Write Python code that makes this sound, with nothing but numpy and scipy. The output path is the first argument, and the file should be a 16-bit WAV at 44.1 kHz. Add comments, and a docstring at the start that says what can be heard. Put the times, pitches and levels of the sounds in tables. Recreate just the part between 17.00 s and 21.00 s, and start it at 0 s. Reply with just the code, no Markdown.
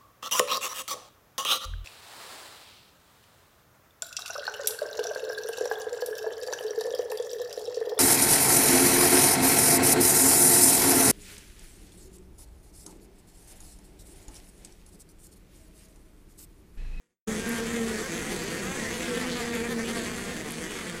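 """Giant honey bees on a branch

Close by, a colony flicks its wings in short buzzing bursts, each a pulse train of strokes that push air
and snap. Twice a wave of flicks sweeps over it, and the wings beat faster and merge into one hum.
Single bees pass, with a few dry ticks and a faint outdoor rumble. All cuts in after a quarter second."""
import sys
import numpy as np
from scipy import signal
from scipy.fft import rfft, irfft, next_fast_len
from scipy.io import wavfile
from scipy.ndimage import uniform_filter1d, map_coordinates

SR = 44100
rng = np.random.default_rng(int(sys.argv[2]) if len(sys.argv) > 2 else 0)


def generate_wav(signal):
    """Clip the signal to [-1, 1] and save it as 16-bit WAV at the path in sys.argv[1]."""
    frames = np.transpose(np.atleast_2d(signal))
    scaled = np.clip(frames, -1, 1) * 32767
    pcm = np.round(scaled).astype(np.int16)
    wavfile.write(sys.argv[1], SR, pcm)


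N = 176400
TIME = np.arange(N) / SR
STROKE_SCATTER_DB = 2.2


def colony():
    """Incoherent sources add in power: strokes drone, snaps rasp, and the microphone tints their sizzle."""
    # Each row: time in seconds, alarmed bees' share of the snap power.
    alarm = [(.3, 0.54), (.85, 0.86), (1.3, 0.48), (1.55, 0.76), (1.9, 0.7), (2.9, 0.96), (3.2, 0.55),
             (3.6, 0.37), (4.0, 0.5)]
    # Each row: time in seconds, relative levels of drone, rasp and sizzle in dB.
    effort = [(.29, -39.5, -39, -41), (.42, -44, -42.5, -44), (.55, -46.5, -39, -43), (.9, -43, -39, -43),
              (1.25, -39, -39.5, -42), (1.55, -41, -38.5, -43.5), (1.85, -40.5, -39, -42),
              (2.2, -41, -37, -43.5), (2.45, -47.5, -37, -44), (2.72, -43.5, -38.5, -45.5),
              (2.95, -41, -38, -42.5), (3.15, -46, -40, -44), (3.43, -43.5, -42, -47), (3.6, -43, -42, -45),
              (3.76, -44, -39.5, -44.5), (4.0, -43.5, -42, -48.5)]
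    # Two spectra. Each row: frequency in Hz, gain in dB.
    drone_spectrum = [(90, -45.5), (130, -8), (165, 0.5), (220, 2.5), (300, -7), (380, -4.5), (500, -5.5),
                      (590, -15.5), (900, -35.5), (1500, -42)]
    rasp_spectrum = [(350, -26.5), (600, -9), (700, -3), (850, -5.5), (1300, -3.5), (1600, -1.5),
                     (1850, 1.5), (2200, -1), (2800, -6.5), (3400, -5), (4000, -10), (4480, -7.5),
                     (5000, -12.5), (8000, -42.5)]
    # High sizzle of wing snaps, with the microphone's fixed treble resonances.
    # Each row: frequency in Hz, gain in dB.
    sizzle_through_mic_spectrum = [(3000, -31.5), (5000, -12), (5750, -2), (6400, 3.5), (7000, -0.5),
                                   (7550, 1.5), (8100, 0.5), (8400, -5.5), (8950, 2), (9600, -5.5),
                                   (10200, -1), (10850, -8), (11450, -5), (12200, -12.5), (13400, -12),
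                                   (14200, -25), (15800, -56)]
    calm, calm_snaps = flicks(beat_hz=177.83, spread=.11, length_s=.11, count=140)
    alarmed, alarmed_snaps = flicks(beat_hz=233.1, spread=.06, length_s=.092, count=180)
    share = curves(alarm)[0].clip(0, 1)
    snaps = np.sqrt(1 - share) * calm_snaps + np.sqrt(share) * alarmed_snaps
    envelope = np.sqrt(np.abs(uniform_filter1d(snaps ** 2, size=60)))
    snaps += amp(-10) * envelope * rng.standard_normal(N)  # air noise
    drone = steady(coloured(calm, drone_spectrum), span_s=.18)
    drone += np.sqrt(share) * steady(coloured(alarmed, drone_spectrum), span_s=.17)
    rasp = steady(coloured(snaps, rasp_spectrum), span_s=.081)
    sizzle = steady(coloured(snaps, sizzle_through_mic_spectrum), span_s=.098)
    drone_db, rasp_db, sizzle_db = curves(effort)
    return amp(drone_db + 1.5) * drone + amp(rasp_db + .55) * rasp + amp(sizzle_db + .28) * sizzle


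def flicks(beat_hz, spread, length_s, count):
    """Impulse excitation: bursts of strokes swell, arch in pitch and die; each rings a damped snap."""
    size, beats = 14000, 64  # samples and wingbeats allotted to a burst
    sag, glide, jitter_s, ring_s = .051, .04484, .00001, .00057
    ring = np.exp(-np.arange(128) / SR / ring_s)
    strokes, snaps = np.zeros((2, N + size))
    for i in range(count):
        start = int((i + rng.random()) / count * N)
        pitch, length, loud, slope, lag = rng.standard_normal(5).clip(-2, 2)
        jitter, scatter = rng.standard_normal((2, beats))
        snap = ring * rng.standard_normal(len(ring))  # each bee's own colour
        snap /= np.linalg.norm(snap)
        hz = beat_hz * np.exp(spread * pitch)
        half_s = length_s / 2 * np.exp(.299 * length)
        u = ((np.arange(beats) - beats / 2) / hz / half_s).clip(-1, 1)  # progress through the burst
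        bent = u + sag * (u ** 3 - u / 2) / 2 + glide * slope * u ** 2 / 2
        times = size / 2 / SR + half_s * bent + jitter_s * jitter
        heights = (1 - u ** 2) * amp(3 * loud + STROKE_SCATTER_DB * scatter)
        down = pulses(times, heights, size)
        back = pulses(times + (.5 + .0802 * lag) / hz, heights, size)
        clicks = down + amp(-9) * back  # the return stroke pushes air but hardly snaps
        strokes[start:start + size] += down + amp(-5) * back
        snaps[start:start + size] += .48 * clicks + np.convolve(clicks, snap)[:size]
    return unit(strokes[size // 2:][:N]), unit(snaps[size // 2:][:N])


def wave_hum():
    """Synchrony: wings in step sum to three harmonics; stragglers beat against them and roughen the hum."""
    # One list a wave. Each row: time in seconds, wingbeat in Hz, relative fundamental and octave in dB.
    waves = [
        [(.28, 220, -34, -33.5), (.35, 216.1, -33.5, -37.5), (.4, 219.9, -32, -37), (.435, 232.5, -59, -54),
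         (.475, 234.4, -30.5, -33), (.55, 236.2, -34, -50), (.61, 224.7, -36.5, -32.5), (.7, 237.3, -35, -40),
         (.81, 229.9, -30.5, -32.5), (.92, 225, -34, -36.5), (1.02, 216, -38, -37.5)],
        [(2.08, 249.1, -37, -37), (2.15, 233, -41, -31), (2.24, 257.8, -38, -45.5), (2.35, 238.2, -33.5, -36.5),
         (2.385, 242.7, -54, -51), (2.41, 232.4, -34, -36), (2.54, 238, -36.5, -35), (2.59, 227.2, -34.5, -32),
         (2.68, 236.5, -36, -37.5), (2.78, 230, -31.5, -34.5), (2.812, 220, -30, -36), (2.835, 228.6, -38, -39),
         (2.97, 236, -35.5, -37), (3.06, 235.3, -42.5, -43), (3.2, 232.7, -44, -45.5), (3.33, 238.6, -44, -43)],
    ]
    wander, fade_s, straggler_hz = .01177, .027, 65
    out = np.zeros(N)
    for rows in waves:
        hz, first_db, octave_db = curves(rows)
        phase = 2 * np.pi * np.cumsum(hz * (1 + wander * wobble(40))) / SR
        inside_s = np.minimum(TIME - rows[0][0], rows[-1][0] - TIME)
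        fade = np.clip(1 + inside_s / fade_s, 0, 1)
        for k, db in enumerate([first_db - 1.6, octave_db - 1.4, first_db - 23], 1):
            stragglers = .13 * (wobble(straggler_hz) + 1j * wobble(straggler_hz))
            harmonic = np.real((1 + stragglers) * np.exp(1j * k * phase))
            out -= np.sqrt(2) * fade * amp(db) * harmonic
    return out


def near_bees():
    """Source and filter: each bee's wavering pulse train has a nasal formant, higher for faster wings."""
    # Each row: start and length in seconds, first, middle and last wingbeat in Hz, level in dB.
    passes = [(0.292, 0.1, 267, 252, 245, -44), (0.377, .28, 228, 228, 226.8, -38.5),
              (.64, .17, 235.3, 242, 234, -43.5), (0.902, 0.083, 220.5, 214.8, 212.7, -41.5),
              (1.061, 0.17, 232.7, 239.8, 243, -44), (1.219, 0.15, 252, 256.4, 237, -43.5),
              (1.631, 0.14, 203, 207.5, 216, -45), (1.732, 0.2, 248, 241.2, 231.4, -42),
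              (1.771, 0.16, 278, 260.4, 234, -39), (2.015, 0.098, 207, 204.8, 192, -40.5),
              (2.151, 0.097, 264, 251.6, 247, -37), (2.2, .11, 220, 228.4, 234, -42),
              (2.386, 0.066, 218.3, 233.4, 242, -42), (2.478, 0.094, 238, 233.9, 218, -42.5),
              (2.766, 0.1, 224.7, 235.3, 234.3, -48), (2.94, .13, 233.4, 222.8, 234, -39.5),
              (3.257, 0.14, 226, 229, 239, -43)]
    # Each row: frequency in Hz for a bee at reference_hz, gain in dB.
    whine = [(130, -27), (230, -3), (460, -1.5), (620, -8), (1150, -13.5), (1400, -25), (1620, -9),
             (1840, 3.5), (2080, -11.5), (2700, -15), (3400, -19), (5000, -18.5), (7500, -18), (10500, -31),
             (15000, -44)]
    reference_hz, wander, jitter_s = 236.5, .00408, .000012
    out = np.zeros(N)
    for start, length, first_hz, middle_hz, last_hz, db in passes:
        u = np.clip(2 * (TIME - start) / length - 1, -1, 1)
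        hz = middle_hz + (last_hz - first_hz) / 2 * u + ((first_hz + last_hz) / 2 - middle_hz) * u ** 2
        beats = np.cumsum(hz * (1 + wander * wobble(35))) / SR
        times = np.interp(np.arange(1200), beats, TIME, right=-1)  # one stroke per whole beat
        jitter, scatter = rng.standard_normal((2, len(times)))
        strokes = pulses(times + jitter_s * jitter, amp(STROKE_SCATTER_DB * scatter))
        spectrum = np.array(whine) * [middle_hz / reference_hz, 1]
        out += amp(db) * (1 - u ** 4) * unit(coloured(strokes, spectrum, ripple_db=4.0))
    return out


def ticks():
    """A brief transient has a broad spectrum: fast-decaying noise makes tiny bright clicks."""
    # Each row: start in seconds, peak in dB.
    events = [(0.48, -28), (0.493, -21), (1.4385, -31), (2.552, -25), (3.5078, -23), (3.5208, -22)]
    # Each row: frequency in Hz, gain in dB.
    spectrum = [(1000, -28), (6000, -26), (7600, 4), (9500, 5), (12500, 2), (14000, -8), (16000, -19)]
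    decay_s = .0002
    out = np.zeros(N)
    for start, db in events:
        envelope = (TIME >= start) * np.exp(-np.abs(TIME - start) / decay_s)
        click = coloured(rng.standard_normal(N) * envelope, spectrum)
        out += amp(db) * click / np.abs(click).max()
    return out


def rumble():
    """Filtered noise, strongest at low frequencies, forms the outdoor background."""
    # Each row: time in seconds, level in dB.
    levels = [(.3, -39.5), (1.7, -40.5), (3.3, -40.5), (3.9, -44.5)]
    # Each row: frequency in Hz, gain in dB.
    spectrum = [(15, -9), (38, -0.5), (50, -7), (72, -1.5), (110, -7.5), (200, 0.5), (600, -13),
                (3000, -27), (15000, -38)]
    return amp(curves(levels)[0]) * unit(coloured(rng.standard_normal(N), spectrum))


def amp(db):
    """Decibels as an amplitude ratio."""
    return 10 ** (np.asarray(db) / 20)


def unit(x):
    """Normalisation to rms 1."""
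    return x / np.sqrt(np.mean(x ** 2) + 1e-20)


def steady(x, span_s):
    """Normalisation to a running rms of 1."""
    span = int(span_s * SR)
    power = np.abs(uniform_filter1d(uniform_filter1d(x ** 2, span), span))
    return x / np.sqrt(power + 1e-20)


def curves(rows):
    """Linear interpolation of each column after the time, at every sample."""
    times, *columns = np.transpose(rows)
    return [np.interp(TIME, times, column) for column in columns]


def wobble(rate):
    """Smooth random modulation, with rate knots a second."""
    return map_coordinates(rng.standard_normal(1024), [TIME * rate], mode="wrap")


def coloured(x, points, ripple_db=0):
    """Minimum-phase filter through (Hz, dB) points, with optional random ripple."""
    size = 8192
    hz = np.fft.rfftfreq(size, 1 / SR)
    point_hz, point_db = np.transpose(points)
    ripple = map_coordinates(rng.standard_normal(64), [np.sqrt(hz / hz[-1]) * 63])
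    db = np.interp(np.log(hz + 1), np.log(point_hz), point_db) + ripple_db * ripple
    cepstrum = irfft(np.log(amp(db)))
    cepstrum[1:size // 2] *= 2  # folding makes the response causal
    cepstrum[size // 2 + 1:] = 0
    return signal.fftconvolve(x, irfft(np.exp(rfft(cepstrum))))[:N]


def pulses(times, heights, size=N):
    """Band-limited impulses: windowed sincs placed between samples."""
    keep = (times > 0) & (times < size / SR) & (heights > 0)
    at = times[keep][:, None] * SR
    taps = np.floor(at).astype(int) + np.arange(-7, 9)
    shape = np.sinc(taps - at) * np.cos(np.pi * (taps - at) / 16) ** 2
    return np.bincount(np.abs(taps).ravel(), (heights[keep][:, None] * shape).ravel(), size)[:size]


def scene():
    """Superposition of all sources in one channel."""
    return (colony() + near_bees() + wave_hum() + ticks() + rumble())[None]


def record(dry):
    """Gating and band limiting: the muted input opens abruptly and passes nothing above top_hz."""
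    # Each row: time in seconds, gain in dB.
    opening = [(0, -37), (.12, -47), (.18, -67), (.262, -81), (.276, 0)]
    top_hz = 15800
    gated = dry * amp(curves(opening)[0])
    size = next_fast_len(N + SR // 2)
    passband = np.fft.rfftfreq(size, 1 / SR) < top_hz
    return irfft(rfft(gated, size) * passband, size)[:, :N]


dry = scene()
out = record(dry)
generate_wav(out)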